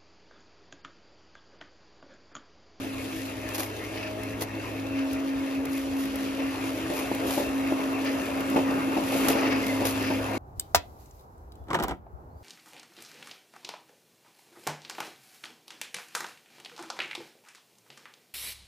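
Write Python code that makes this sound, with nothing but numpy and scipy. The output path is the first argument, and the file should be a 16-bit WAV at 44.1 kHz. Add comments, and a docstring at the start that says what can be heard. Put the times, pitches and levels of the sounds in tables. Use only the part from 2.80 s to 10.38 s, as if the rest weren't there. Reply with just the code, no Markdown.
"""A motor whines on one clean note as a battery lawn mower is pushed about a fenced yard, far at first, then close.
The blade thrums and stirs the air under the plastic deck: sines at one fixed speed ratio, and coloured noise.
Cut grass hisses, grit and tufts snap, the deck knocks on uneven ground: shaped noise. The whirr swells grainily,
and the handle rattles late on in short notes. Left and right carry the treble at different phases."""
import sys
import numpy as np
from scipy import signal
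from scipy.fft import rfft, irfft, next_fast_len
from scipy.io import wavfile
from scipy.ndimage import uniform_filter1d, map_coordinates

SR = 44100
rng = np.random.default_rng(int(sys.argv[2]) if len(sys.argv) > 2 else 0)


def attenuation_scalar(level_db):
    """Turn a level in dB into a linear amplitude multiplier (20 dB per decade)."""
    decades = np.asarray(level_db, float) / 20
    return 10 ** decades


def transcribe(signal):
    """Save signal, clipped to [-1, 1], as a 16-bit WAV file at the path in sys.argv[1]."""
    frames = np.atleast_2d(signal).T
    limited = np.clip(frames, -1, 1)
    pcm = np.round(limited * 32767).astype(np.int16)
    wavfile.write(sys.argv[1], SR, pcm)


N = 334278  # samples

# Levels are those ahead of the stereo image. Spectra give only a shape.
# motor speed, before a slight waver: [t/s, whine f/Hz]
MOTOR_SPEED = [(0, 267.5), (1.1, 267.4), (1.3, 270.2), (2.05, 271.2), (3.67, 271.2), (4.1, 269.2),
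               (4.4, 270.2), (6.1, 270.3), (6.3, 268.8), (7.58, 267.3)]
WHINE_CYCLES_PER_BLADE = 2.566  # whine cycles for each blade passage, as if through a gear or belt
# overtones of the motor: [multiple of the whine, relative level/dB]
WHINE_ORDERS = [(1, -0.5), (2, -19)]
# motor note, rising and falling, loudest at 6.4 s: [t/s, level/dB]
WHINE_LEVEL = [(0, -38), (.6, -38.5), (1.82, -41), (2.2, -29.5), (3.67, -31), (4.05, -38), (4.72, -29),
               (5.3, -29.5), (5.72, -27.5), (6.06, -28), (6.4, -24), (7.16, -31), (7.58, -35)]
# faint overtones of the blade: [multiple of the blade passage, rms level/dB]
BLADE_LINES = [(2, -57), (4.08, -54), (6, -53)]
# how far the deck is turned side-on to the microphone: [t/s, share 0-1]
SIDE_ON = [(0, 0.76), (1.9, 0.9), (2.15, 0.88), (2.42, 0), (3.4, 0.04), (3.75, 0.71), (4.47, 0.7),
           (4.8, 0.56), (6.06, 0.65), (6.4, 0.8), (6.72, 0.79), (7, 1)]
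THRUM_DB, THRUM_SIDE_DB = -65.5, 25  # end-on; change when side-on
# a note fades for a moment, as if its echo from the fence cancelled it; the sign of a loss is ignored:
# [middle t/s, half width/s, whine loss/dB, thrum loss/dB]
FADES = [(1.08, 0.24, 10, -1), (4.2, 0.074, 1.5, 13), (4.61, 0.097, 0.5, -6), (5, 0.063, 4, 5),
         (5.47, 0.09, 6.5, -1), (6.22, 0.11, 7, 1), (6.5, 0.092, 4, 16)]

# distance: the mower comes nearer, heard in the deck roar: [t/s, level/dB]
NEARNESS = [(0, -41), (1.86, -39), (3.3, -39), (4.05, -35.5), (4.71, -34), (5.34, -33), (6.25, -31),
            (6.48, -28.5), (6.97, -32.5), (7.58, -34)]
# spectrum of the deck roar: [f/Hz, level/dB per Hz]
ROAR_SPECTRUM = [(100, -16), (140, -12.5), (250, -9), (288, 0), (376, -4), (606, -4), (773, -8.5),
                 (1560, -13), (1700, -19.5), (2200, -37)]
# low body of the deck: [f/Hz, level/dB per Hz]
DRONE_SPECTRUM = [(130, -40), (175, -19), (210, 1), (300, -2.5)]
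# resonance of the air under the deck: [f/Hz, width/Hz, level/dB]
CAVITY = [(321.2, 18, 0)]
CAVITY_DB = -45  # it sings faintly under the roar
# resonances of the fan housing: [f/Hz, width/Hz, level/dB]
HOUSING = [(1763, 300, 3.1), (2200, 71, 6.2), (2410, 110, 3.8), (2692, 92, 6.8)]
# whirr end-on at mid distance; change when side-on; share of the roar's swing that it follows
WHIRR_DB, WHIRR_SIDE_DB, WHIRR_FOLLOWS = -45, 2, 0.67

# how much grass the blade meets, as fine hiss: [t/s, level/dB]
GRASS_CUT = [(0, -51), (.38, -48.5), (1.46, -53), (2.55, -54), (3.8, -48.5), (4.48, -46), (5.07, -49),
             (6.1, -47.5), (6.46, -40.5), (6.56, -45.5), (6.95, -45), (7.58, -49.5)]
# spectrum of the fine hiss: [f/Hz, level/dB per Hz]
HISS_SPECTRUM = [(5000, -82), (7000, 6.5), (10000, 1.5), (14500, -2), (15400, -45)]
# spectrum of the coarse swish: [f/Hz, level/dB per Hz]
SWISH_SPECTRUM = [(1000, -12), (2800, 2.5), (4500, -4), (6500, -6.5), (8000, -65)]
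SWISH_DB, SWISH_WITH_CUT, SWISH_WITH_NEAR = -45.5, 0.57, 0.079  # level; shares of the two swings it follows

# spectrum of wheels and far traffic: [f/Hz, level/dB per Hz]
RUMBLE_SPECTRUM = [(20, -37), (35, -12.5), (58, -2.5), (80, -5), (130, -7), (200, -27)]
RUMBLE_DB = -49.5

# grit cracks on the blade: [start t/s, envelope level/dB]
GRIT = [(.689, -32.5), (.781, -30), (1.434, -34), (1.621, -29), (2.331, -31.5), (2.854, -32),
        (3.254, -34.5), (3.357, -30.5), (4.348, -29), (5.247, -33), (5.606, -31), (5.7, -34), (6.381, -37),
        (6.484, -14.5), (6.867, -29), (7.053, -26), (7.225, -34)]
GRIT_S = 0.009  # time to lose 20 dB
# tufts tear at the blade: [middle t/s, level/dB, half length/s]
TUFTS = [(0.754, -33, 0.017), (0.799, -30, 0.013), (0.834, -36, 0.035), (1.623, -31.5, 0.015),
         (2.977, -43, 0.086), (3.212, -42, 0.049), (4.18, -36.5, 0.045), (4.54, -33.5, 0.081),
         (6.423, -38.5, 0.14), (6.51, -30, 0.016), (7.064, -29, 0.014), (7.096, -33.5, 0.029)]
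# spectrum of a crack: [f/Hz, level/dB per Hz]
CRACK_SPECTRUM = [(400, 8), (1800, 0.5), (5000, -3), (15800, -2), (16300, -50)]
TUFT_TOP_HZ = 14700
TEAR_START, TEAR_STOP = 3.5, 1.5  # steepness of the edges: a sudden start, a slower dying

# the deck bumps on the ground: [start t/s, envelope level/dB, time to lose 20 dB/s]
KNOCKS = [(.784, -33, 0.12), (1.617, -28, 0.023), (4.099, -26, 0.081), (4.313, -24, 0.026),
          (4.575, -21.5, 0.027), (4.599, -26.5, 0.057), (4.92, -22.5, 0.02), (5.759, -16, 0.047),
          (5.788, -26, 0.029), (6.123, -28, 0.045), (6.166, -21, 0.045), (6.321, -29, 0.047),
          (6.501, -25, 0.06), (6.552, -23, 0.034), (6.626, -26, 0.038), (7.003, -23, 0.1),
          (7.302, -23.5, 0.045)]
# resonances of the plastic deck: [f/Hz, width/Hz, level/dB]
DECK = [(200, 260, -15), (330, 55, 2), (580, 60, 1.5), (865, 130, -3), (2430, 1740, -23)]
BLOW_S, BLOW_DB = 0.0014, 9  # length of the first contact; its strength over the rattle

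# short, grainy swells of the fan whirr and the band near 5 kHz: [middle t/s, peak rms level/dB, half length/s]
WHIRR_SWELLS = [(1.22, -41, 0.094), (2.197, -38.5, 0.035), (3.56, -45.5, 0.31), (5.276, -37, 0.04),
                (6.647, -34.5, 0.24), (7.267, -37, 0.11)]
# spectrum of these swells: [f/Hz, level/dB per Hz]
SWELL_SPECTRUM = [(1300, -6), (1800, -2), (2700, -0.5), (3600, -13.5), (5000, -11), (6500, -18),
                  (7500, -48)]

# the handle's loose joints ring while the mower is swung round:
# [start t/s, envelope level/dB, f/Hz, time to lose 20 dB/s]
RATTLES = [(6.629, -31, 2730, .12), (6.699, -29, 2200, .14), (6.7, -42, 5030, .2), (6.82, -30, 2130, .08),
           (6.879, -29, 2090, .14), (7.23, -42, 5000, .2), (7.265, -34, 2300, .09)]
RATTLE_WAVER = 0.015  # share of the pitch

# stereo likeness, phase lead and balance of the sound by pitch:
# [f/Hz, likeness 0-1, half turns by which right leads, left over right/dB]
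STEREO_IMAGE = [(60, .97, 0, .4), (300, .9, .03, .1), (600, .55, 0, 1.5), (1000, .15, 0, 2.5),
                (1500, .45, -.92, .1), (1800, .85, -.1, 1.6), (2700, .7, -.32, 2.2), (3900, .15, -.48, 3),
                (4700, .4, -.16, 4.5), (5600, .3, .35, 3.5), (6800, .6, .54, .5), (7750, 1, 1, 0),
                (8850, 1, 1, 0), (9300, .8, 1.35, 0), (10400, .8, 1.6, 0), (11100, 1, 2, 0),
                (12700, 1, 2, 0), (13100, .8, 2.3, 0), (14000, .8, 2.65, 0), (14600, 1, 3, 0)]


def unit(x):
    """Scaled to rms 1."""
    return x / np.sqrt(np.mean(x ** 2) + 1e-20)


def curves(rows):
    """One value per sample for each column after the time."""
    s, *cols = np.transpose(rows)
    return [np.interp(np.arange(N) / SR, s, c) for c in cols]


def slow(shape, size=16):
    """A smooth function of time, held over short steps of samples."""
    return np.repeat(shape(np.arange(0, N, size) / SR), size, axis=-1)[..., :N]


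def wobble(rate):
    """A smooth random curve, rate knots a second."""
    knots = rng.standard_normal(int(N * rate / SR) + 4)
    return map_coordinates(knots, [np.arange(N) * rate / SR])


def filtered(x, response):
    """x passed through a complex response of frequency."""
    m = next_fast_len(N + 8192)
    return irfft(rfft(x, m) * response(np.fft.rfftfreq(m, 1 / SR)), m)[..., :N]


def colour(points):
    """Gain read from (f/Hz, level/dB) points, silent outside them."""
    f, db = np.transpose(points)
    return lambda hz: attenuation_scalar(np.interp(np.log(hz + 1), np.log(f + 1), db, -120, -120))


def modes(rows):
    """Causal response of a set of resonances, added with alternating sign."""
    def response(f):
        return sum((-1) ** k * attenuation_scalar(db) * 1j * f * width / (centre ** 2 - f * f + 1j * f * width)
                   for k, (centre, width, db) in enumerate(rows))
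    return response


def rush(patchy_db):
    """Two unrelated noises (direct, scattered) that share patches of random gain."""
    z = signal.stft(rng.standard_normal((2, N)), nperseg=512)[2]
    field = uniform_filter1d(rng.standard_normal(z.shape[1:]), size=5, axis=0)  # across frequency
    field = uniform_filter1d(field, size=10, axis=1)  # across time
    return signal.istft(z * attenuation_scalar(patchy_db * unit(field)), nperseg=512)[1][:, :N]


def bursts(events, rise):
    """Envelope of hits that lose 20 dB over their length and rise over a share of it."""
    envelope, t = np.zeros(N + SR), np.arange(SR // 2) / SR
    for s, db, length in events:
        hit = attenuation_scalar(db - 20 * t / length) * (1 - np.exp(-t / (rise * length)))
        envelope[round(s * SR):][:len(t)] += hit
    return envelope[:N]


def fades():
    """Loss in dB of whine and thrum around the moments when each fades."""
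    return slow(lambda t: sum(np.exp(-((t - s) / width) ** 2) * np.abs(loss)[:, None]
                              for s, width, *loss in FADES))


def notes():
    """Whine and thrum keep one fixed speed ratio, as if through a gear or belt; thrum leaves the deck's side."""
    whine_hz = curves(MOTOR_SPEED)[0] + 0.43 * wobble(12)
    phase = 2 * np.pi * np.cumsum(whine_hz) / SR
    blade_phase = phase / WHINE_CYCLES_PER_BLADE
    (whine_db,), (side,) = curves(WHINE_LEVEL), curves(SIDE_ON)
    whine_loss, thrum_loss = fades()
    whine_db = whine_db - whine_loss
    thrum_db = THRUM_DB + THRUM_SIDE_DB * side - thrum_loss
    late = np.array([[0], [np.pi / 2]])  # the scattered part lags a quarter cycle
    whine = sum(attenuation_scalar(whine_db + db + 1.4 * wobble(14)) * np.sin(k * phase - late) for k, db in WHINE_ORDERS)
    thrum = attenuation_scalar(thrum_db) * np.sin(blade_phase - late)
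    lines = sum(attenuation_scalar(db + 5.3 * wobble(3.11)) * np.sin(k * blade_phase - late) for k, db in BLADE_LINES)
    return np.sqrt(2) * (whine + thrum + lines)  # sine levels are rms


def air():
    """Noise for the roar under the deck, its low body and cavity, and the whirr of the fan in its housing."""
    (roar_db,), (side,) = curves(NEARNESS), curves(SIDE_ON)
    whirr_db = WHIRR_DB + WHIRR_SIDE_DB * side + WHIRR_FOLLOWS * (roar_db - roar_db.mean())
    whirr_db = whirr_db + 0.5 * wobble(13)  # it flutters
    drone_db = -50.5 + 2.45 * (roar_db + 34.5)  # the low body carries only at close range
    cavity, housing = modes(CAVITY), modes(HOUSING)

    def fan(f):
        """The housing, with lows and highs rolled off."""
        return housing(f) / (1 + (1400 / (f + 1)) ** 4) / (1 + (f / 6000) ** 4)

    roar = unit(filtered(rush(patchy_db=2.0), colour(ROAR_SPECTRUM)))
    song = unit(filtered(rush(patchy_db=1.5), lambda f: cavity(f) ** 2))
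    whirr = unit(filtered(rush(patchy_db=3.0), fan))
    drone = unit(filtered(rush(patchy_db=0.5), colour(DRONE_SPECTRUM)))
    waver_db = 0.76 * wobble(14)  # the roar, whirr and low body waver unevenly together
    blown = attenuation_scalar(roar_db) * roar + attenuation_scalar(whirr_db) * whirr + attenuation_scalar(drone_db) * drone
    return attenuation_scalar(waver_db) * blown + attenuation_scalar(CAVITY_DB) * song


def grass():
    """Clippings come in clumps with sparse ticks: a fine hiss over a coarser swish."""
    (hiss_db,), (roar_db,) = curves(GRASS_CUT), curves(NEARNESS)
    cut_swing, near_swing = hiss_db - hiss_db.mean(), roar_db - roar_db.mean()
    swish_db = SWISH_DB + SWISH_WITH_CUT * cut_swing + SWISH_WITH_NEAR * near_swing
    tick_db = np.minimum(4.5 * rng.exponential(size=N), 13)
    ticks = (rng.random(N) < 160 / SR) * attenuation_scalar(tick_db)  # about 160 a second
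    spray = np.convolve(ticks, np.exp(-np.arange(200) / 45))[:N]  # each dies away in about 1 ms
    clumps = rush(patchy_db=1.2) * (1 + .42 * spray) * attenuation_scalar(.8 * wobble(25) + 1.3 * wobble(7))
    hiss = unit(filtered(clumps, colour(HISS_SPECTRUM)))
    swish = unit(filtered(clumps, colour(SWISH_SPECTRUM)))
    return attenuation_scalar(hiss_db) * hiss + attenuation_scalar(swish_db) * swish


def rumble():
    """Wheels and far traffic: low coloured noise."""
    return attenuation_scalar(RUMBLE_DB) * unit(filtered(rush(patchy_db=2.0), colour(RUMBLE_SPECTRUM)))


def snaps():
    """Grit cracks against the blade; tufts tear there as a duller crackle, uneven by the millisecond."""
    crack = unit(filtered(rng.standard_normal((2, N)) * attenuation_scalar(1.24 * wobble(300)), colour(CRACK_SPECTRUM)))
    grit = bursts([(s, db, GRIT_S) for s, db in GRIT], rise=0.02) * crack

    def edge(u):
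        """Swell of one tear, u half lengths from its middle."""
        return np.exp(-np.abs(u) ** np.where(u < 0, TEAR_START, TEAR_STOP))

    tearing = slow(lambda t: sum(attenuation_scalar(db) * edge((t - s) / half) for s, db, half in TUFTS))
    tearing = tearing * unit(attenuation_scalar(2.4 * wobble(320)))
    tufts = filtered(tearing * crack, lambda f: 1 / (1 + (f / TUFT_TOP_HZ) ** 40))
    return grit, tufts


def knocks():
    """Each bump is one firm push and a short rattle through the resonances of the deck."""
    noise = rng.standard_normal((2, N))
    deck = modes(DECK)
    scale = np.std(filtered(noise, deck))
    push = bursts([(s, db + BLOW_DB, BLOW_S) for s, db, length in KNOCKS], rise=0.53)
    rattle = noise * bursts(KNOCKS, rise=0.048)
    return filtered(rattle + [[1], [.3]] * push, deck) / scale  # the push is mostly direct


def whirr_swells():
    """Short, grainy swells of the fan whirr and the band near 5 kHz, made of coloured noise."""
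    swell = slow(lambda t: sum(attenuation_scalar(db) * np.exp(-((t - s) / half) ** 2) for s, db, half in WHIRR_SWELLS))
    grainy = rush(patchy_db=1.2) * attenuation_scalar(2.5 * wobble(90))
    return swell * unit(filtered(grainy, colour(SWELL_SPECTRUM)))


def rattles():
    """Each buzz of a loose joint is a wavering, grainy note; the scattered part leads a quarter cycle."""
    turns = 2 * np.pi * np.cumsum(1 + RATTLE_WAVER * wobble(70)) / SR  # phase of a 1 Hz note
    grain = unit(attenuation_scalar(3.5 * wobble(120)))
    sound = np.zeros((2, N))
    for s, db, hz, length in RATTLES:
        near = slice(round(s * SR), round(s * SR) + SR // 2)
        note = np.array([np.sin(hz * turns[near]), np.cos(hz * turns[near])])
        sound[:, near] += bursts([(s, db, length)], rise=0.1)[near] * note
    return grain * sound


def stereo_image(sound, most_alike):
    """(direct, scattered) to (left, right), with likeness, phase lead and balance set by pitch."""
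    hz, alike, lead, tilt_db = np.transpose(STEREO_IMAGE)

    def blend(f):
        """Likeness as an angle between direct and scattered sound."""
        angle = np.arccos(np.clip(np.interp(f, hz, alike), 0, most_alike)) / 2
        return np.array([np.cos(angle), np.sin(angle)])

    def sides(f):
        """Half the balance and half the phase to each channel, in opposite directions."""
        left = attenuation_scalar(np.interp(f, hz, tilt_db) / 2) * np.exp(-.5j * np.pi * np.interp(f, hz, lead))
        return np.array([left, 1 / left])

    shared, apart = filtered(sound, blend)
    return filtered(np.array([shared + apart, shared - apart]), sides)


def scene():
    """The yard in stereo; the sharp cracks sound wider and less alike in the two channels than the tufts."""
    grit, tufts = snaps()
    steady = notes() + air() + grass() + rumble() + knocks() + whirr_swells() + rattles()
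    image = stereo_image(steady, most_alike=1)
    return image + stereo_image(tufts, most_alike=.993) + stereo_image(grit, most_alike=.8)


def low_pass(x):
    """Removes everything above the highest recorded frequency."""
    return signal.sosfilt(signal.butter(12, 16520, fs=SR, output="sos"), x)


def record(dry):
    """The finished mix as it is stored."""
    return low_pass(dry)


dry = scene()
out = record(dry)
transcribe(out)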